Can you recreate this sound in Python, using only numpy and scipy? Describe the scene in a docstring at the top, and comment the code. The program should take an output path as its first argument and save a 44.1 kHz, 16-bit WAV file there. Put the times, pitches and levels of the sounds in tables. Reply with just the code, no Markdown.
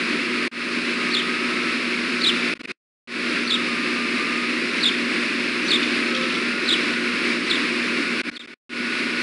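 """Far road traffic roars below a high nest platform outdoors, mixed from two bands of coloured noise.
A machine hums on mains harmonics; a thin whine, one wandering sine, rises and falls in and out of earshot.
The microphone's feed breaks off several times and fades back in after each break.
A small bird close by repeats a slurred chirp about once a second, built from gliding arches of pitch.
Late on, nest twigs rustle as grainy noise bursts and a faint far horn toots once."""
import sys
import numpy as np
from scipy import signal
from scipy.fft import rfft, irfft, next_fast_len
from scipy.io import wavfile

SR = 44100
rng = np.random.default_rng(int(sys.argv[2]) if len(sys.argv) > 2 else 0)


def master_out(mix):
    """Clip the mix to full scale and print it as 16-bit PCM to the path in sys.argv[1]."""
    frames = np.transpose(np.atleast_2d(mix))
    ceiling = np.clip(frames, -1, 1)
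    pcm = np.round(ceiling * 32767).astype(np.int16)
    wavfile.write(sys.argv[1], SR, pcm)


N = 406602
TIME_S = np.arange(N) / SR
PADDED = 2 * next_fast_len(N // 2 + 1)
BINS_HZ = np.arange(PADDED // 2 + 1) * SR / PADDED


def from_db(db):
    """Decibels to amplitude gain."""
    return 10 ** (np.asarray(db) / 20)


def rms_one(x):
    """Scale to rms 1."""
    return x / np.sqrt(np.mean(x ** 2) + 1e-20)


def drift(rate_hz):
    """Slow random curve of rms 1: low-passed white noise."""
    spectrum = rfft(rng.standard_normal(PADDED))
    return rms_one(irfft(spectrum / (1 + (BINS_HZ / rate_hz) ** 2))[:N])


def noise(spectrum):
    """Coloured noise of rms 1; falls away beyond the end points of its spectrum."""
    hz = np.maximum(BINS_HZ, 1)
    points_hz, density_db = np.transpose(spectrum)
    gain = from_db(np.interp(np.log(hz), np.log(points_hz), density_db))
    gain *= np.minimum(1, hz / points_hz[0]) ** 2
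    gain *= np.minimum(1, points_hz[-1] / hz) ** 2
    return rms_one(irfft(rfft(rng.standard_normal(PADDED)) * gain)[:N])


def tone(hz):
    """Sine of rms 1 on a pitch curve, with random start phase."""
    cycles = np.cumsum(hz) / SR + rng.random()
    return np.sqrt(2) * np.sin(2 * np.pi * cycles)


def far_tone(hz):
    """Distant sine, slightly unsteady in pitch and level."""
    wobble_ratio, waver_db = .002, 1.6
    level = from_db(waver_db * drift(14.0))
    return level * tone(hz * (1 + wobble_ratio * drift(15.3)))


def in_time(rows):
    """Curve over TIME_S with cosine easing between turning points."""
    points_s, values = np.transpose(rows)
    index = np.arange(len(points_s))
    place = np.interp(TIME_S, points_s, index)
    eased = np.floor(place) + .5 - .5 * np.cos(np.pi * (place % 1))
    return np.interp(eased, index, values)


def envelope(age_s, length_s, attack_s, release_s):
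    """Linear attack, hold and release; silent outside."""
    return np.clip(np.minimum(age_s / attack_s, (length_s - age_s) / release_s), 0, 1)


# far engine spectrum, relative: point_hz, density_db [dB per Hz]
RUMBLE_SPECTRUM = [(25, -29.5), (100, -29.5), (150, -21), (200, -5.5), (250, 0), (300, 1.5), (360, 0),
                   (440, -8), (560, -12), (700, -18.5), (820, -25), (1100, -37)]
# far tyre spectrum, relative: point_hz, density_db [dB per Hz]
TYRE_SPECTRUM = [(700, -41.5), (850, -20), (1050, -7.5), (1500, -3), (1900, -1.5), (2250, 1.5), (2600, 1),
                 (3100, -10), (4200, -8.5), (5200, -13), (5800, -22), (7000, -26.5), (10200, -26.5),
                 (11500, -49)]
RUMBLE_DB, TYRES_DB = -30.5, -25.0  # before rise and flutter
TRAFFIC_RISE_DB_PER_S = 0.0777
PASS_S, PASS_WIDTH_S, PASS_DB = 6.35, .3, 1.1  # a heavier vehicle swells the rumble once


def traffic(flutter_db=0.75):
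    """Many far engines merge into a rumble, their tyres into a smooth rush."""
    rumble_db = RUMBLE_DB + PASS_DB / (1 + ((TIME_S - PASS_S) / PASS_WIDTH_S) ** 2)
    roar = from_db(rumble_db) * noise(RUMBLE_SPECTRUM) + from_db(TYRES_DB) * noise(TYRE_SPECTRUM)
    return roar * from_db(TRAFFIC_RISE_DB_PER_S * TIME_S + flutter_db * drift(4.5))


# hum lines: mains_multiple, level_db
HUM_LINES = [(1, -67), (2, -58.5), (3, -46), (4, -32.5), (6, -39.5)]
MAINS_HZ = 60


def hum(waver_db=1.0):
    """Mains-driven machinery; each harmonic wavers in level on its way through the air."""
    total = np.zeros(N)
    for mains_multiple, level_db in HUM_LINES:
        gain = from_db(level_db + waver_db * drift(3.5))
        total += gain * tone(np.full(N, round(mains_multiple) * MAINS_HZ))
    return total


# turning points of the machine's whine: time_s, pitch_hz
WHINE_PITCH = [(0, 1280), (.45, 1245), (1.25, 1255), (1.65, 1322), (2.0, 1268), (2.7, 1460), (3.1, 1470),
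               (3.8, 1212), (4.22, 1202), (4.55, 1268), (6.0, 1270), (6.8, 1472), (7.55, 1378),
               (8.25, 1466), (9.2, 1458)]
# stretches in earshot: start_s, end_s, level_db
WHINE_HEARD_SPANS = [(.12, .85, -40), (.85, 1.92, -37.5), (2.055, 3.5, -39.5), (3.297, 4.55, -36.5),
                     (5.945, 7.3, -37), (7.8, 9.4, -35.5)]
WHINE_FADE_S = .15


def whine():
    """A far machine changes speed; its whine fades in and out of earshot."""
    heard = []
    for start_s, end_s, level_db in WHINE_HEARD_SPANS:
        fade = envelope(TIME_S - start_s, end_s - start_s, WHINE_FADE_S, WHINE_FADE_S)
        heard.append(from_db(level_db) * fade)
    return np.max(heard, axis=0) * far_tone(in_time(WHINE_PITCH))


# breaks in the feed: cut_s, back_s, recovery_s [time constant]
FEED_BREAKS = [(.479, .514, .08), (2.538, 2.553, .8), (2.575, 2.593, .05), (2.616, 2.633, .055),
               (2.657, 2.674, .05), (2.718, 3.074, .08), (8.216, 8.234, .065), (8.299, 8.314, .6),
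               (8.378, 8.394, 3), (8.460, 8.474, 3), (8.540, 8.694, .08)]
RETURN_DB = -17  # start of the swell, before settling
SETTLE_DB, SETTLE_S = -1, 1  # the last of the level returns slowly


def feed_gain():
    """Each break shuts the sound off almost at once; it comes back low, swells and settles."""
    close_s, leak_db, leak_s = .0012, -27, .011
    gain = np.ones(N)
    for cut_s, back_s, recovery_s in FEED_BREAKS:
        cut, back = int(cut_s * SR), int(back_s * SR)
        age_s, since_s = TIME_S[:N - cut], TIME_S[:N - back]
        leak = from_db(leak_db) * np.exp(-age_s / leak_s)
        gain[cut:] = gain[cut] * np.maximum(np.exp(-age_s / close_s), leak)
        swell = 1 - (1 - from_db(RETURN_DB)) * np.exp(-since_s / recovery_s)
        gain[back:] = swell * from_db(SETTLE_DB * np.exp(-since_s / SETTLE_S))
    return gain


NOTE_ATTACK_S, NOTE_RELEASE_S = 0.0028, 0.0015
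LOWEST_HZ = 2750  # glide floor, before jitter
SLIDE_FADE_DB = 7.5  # loss per arch height below the foot


def arch(span_s, length_s, foot_hz, top_hz, peak_db, skew, swell_db, squeeze_db):
    """Pitch and gain of a note: foot, top, foot; held past its span, it slides lower and fades."""
    age_s = np.arange(int(length_s * SR)) / SR
    height = 1 - (2 * (age_s / span_s) ** skew - 1) ** 2
    hz = np.maximum(foot_hz + (top_hz - foot_hz) * height, LOWEST_HZ)
    db = peak_db + swell_db * (age_s / length_s - .5)
    db -= squeeze_db * np.maximum(height, 0) ** 20  # thins at the very top
    db += SLIDE_FADE_DB * np.minimum(height, 0)
    return hz, from_db(db) * envelope(age_s, length_s, NOTE_ATTACK_S, NOTE_RELEASE_S)


# rasp spectrum, relative: point_hz, density_db [dB per Hz]
RASP_SPECTRUM = [(1200, -16), (2800, 3.5), (4500, -1.5), (6000, -9.5), (7700, -5.5), (9000, -8.5),
                 (11000, -12)]
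SYRINX_HZ = 3600  # pitch between notes, where the level is zero


def whistle(notes, octave_db=-19, rasp_db=-17, beak_hz=7650, beak_q=13.0):
    """The bird's voice: a rough, raspy whistle whose octave rings in the beak."""
    jitter_ratio, rough_db = .02, 3.1
    pitch_hz, level = np.full(N, float(SYRINX_HZ)), np.zeros(N)
    for start_s, hz, gain in notes:
        on = int(start_s * SR) + np.arange(len(hz))
        pitch_hz[on], level[on] = hz, gain
    pitch_hz = pitch_hz * (1 + jitter_ratio * drift(400))
    octave = signal.lfilter(*signal.iirpeak(beak_hz, beak_q, fs=SR), tone(2 * pitch_hz))
    voice = tone(pitch_hz) + from_db(octave_db) * octave + from_db(rasp_db) * noise(RASP_SPECTRUM)
    return level * from_db(rough_db * drift(300)) * voice


# chirps: start_s, lead_db, high_db, low_db, low_top_hz, low_length_s
CHIRP_NOTES = [(1.112, -48.5, -24, -23.5, 3690, 0.046), (2.209, -53, -23, -17.5, 3904, 0.055),
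               (3.47, -45, -25.5, -21.5, 3800, 0.045), (4.804, -49, -23.5, -19, 3730, 0.043),
               (5.679, -40, -23, -19.5, 3680, .038), (6.655, -55, -25.5, -19.5, 3824, .044),
               (7.474, -50, -29, -26.5, 3750, 0.04), (8.33, -51, -25.5, -21.5, 3730, 0.042)]
LEAD_AHEAD_S, LEAD_SPAN_S, LEAD_FOOT_HZ, LEAD_TOP_HZ = 0.029, 0.036, 5380, 6080
HIGH_SPAN_S, HIGH_FOOT_HZ, HIGH_TOP_HZ = .043, 3300, 4570
LOW_AFTER_S, LOW_SPAN_S, LOW_FOOT_HZ = .048, .038, 3230


def bird():
    """Each chirp is a thin lead-in, a high arch that swells as it falls, and a low arch that dies away."""
    leads, notes = [], []
    for start_s, lead_db, high_db, low_db, low_top_hz, low_length_s in CHIRP_NOTES:
        lead = arch(LEAD_SPAN_S, LEAD_SPAN_S, LEAD_FOOT_HZ, LEAD_TOP_HZ, lead_db,
                    skew=.55, swell_db=4, squeeze_db=3)
        high = arch(HIGH_SPAN_S, HIGH_SPAN_S, HIGH_FOOT_HZ, HIGH_TOP_HZ, high_db,
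                    skew=.82, swell_db=12, squeeze_db=24.5)
        low = arch(LOW_SPAN_S, low_length_s, LOW_FOOT_HZ, low_top_hz, low_db,
                   skew=1.0, swell_db=-1.5, squeeze_db=4.5)
        leads.append((start_s - LEAD_AHEAD_S, *lead))
        notes.append((start_s, *high))
        notes.append((start_s + LOW_AFTER_S, *low))
    return whistle(leads) + whistle(notes)


# hard surfaces near the bird: delay_s, level_db
NEAR_ECHOES = [(.0046, -4.5), (.0092, -15), (.023, -20), (.055, -19)]


def surroundings(x, scatter_db=-13, t60_s=0.88):
    """A few near reflections beat against the glides; farther things scatter a short tail."""
    near = sum(from_db(level_db) * np.interp(TIME_S - delay_s, TIME_S, x)
               for delay_s, level_db in NEAR_ECHOES)
    tail = rng.standard_normal(SR) * from_db(-60 * TIME_S[:SR] / t60_s)
    scattered = signal.fftconvolve(x, tail / np.linalg.norm(tail))[:N]
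    return x + near + from_db(scatter_db) * scattered


# twig rustles: start_s, level_db [before swell and grain], decay_s [time constant]
TWIG_RUSTLES = [(5.826, -19, .015), (6.139, -22, 0.028), (6.21, -35, 0.064), (6.298, -27, 0.052)]
# twig spectrum, relative: point_hz, density_db [dB per Hz]
TWIG_SPECTRUM = [(1800, -24), (2800, 4), (3500, 7), (4500, -2), (5600, -6.5), (8000, -31)]


def twigs(grain_db=4.5, swell_s=.006):
    """Dry sticks shift in short grainy scrapes."""
    level = np.zeros(N)
    for start_s, level_db, decay_s in TWIG_RUSTLES:
        age_s = np.maximum(TIME_S - start_s, 0)
        level += from_db(level_db) * (1 - np.exp(-age_s / swell_s)) * np.exp(-age_s / decay_s)
    return level * from_db(grain_db * drift(150)) * noise(TWIG_SPECTRUM)


HORN_S, HORN_LENGTH_S, HORN_FADE_S = 6.1, 0.202, 0.045
HORN_HZ, HORN_DB = 521, -35.5


def horn():
    """One faint far toot: a soft-edged sine around one pitch."""
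    fade = envelope(TIME_S - HORN_S, HORN_LENGTH_S, HORN_FADE_S, HORN_FADE_S)
    return from_db(HORN_DB) * fade * far_tone(HORN_HZ)


def scene():
    """All sources at one microphone; only the bird gets echoes."""
    background = traffic() + hum() + whine() + horn()
    return (background + surroundings(bird()) + twigs())[None]


CUTOFF_HZ = 10950


def record(dry):
    """The microphone rounds peaks lopsidedly, thumping faintly; the feed breaks up, the top is cut."""
    rounded = .65 * np.tanh(dry / .65)
    thump_band = signal.butter(1, [20, 200], "band", fs=SR, output="sos")
    thump = .19 * signal.sosfilt(thump_band, rounded ** 2)
    fed = (rounded - thump) * feed_gain() + 1e-18
    top_cut = signal.ellip(10, .1, 90, CUTOFF_HZ, fs=SR, output="sos")
    return signal.sosfilt(top_cut, fed)


dry = scene()
out = record(dry)
master_out(out)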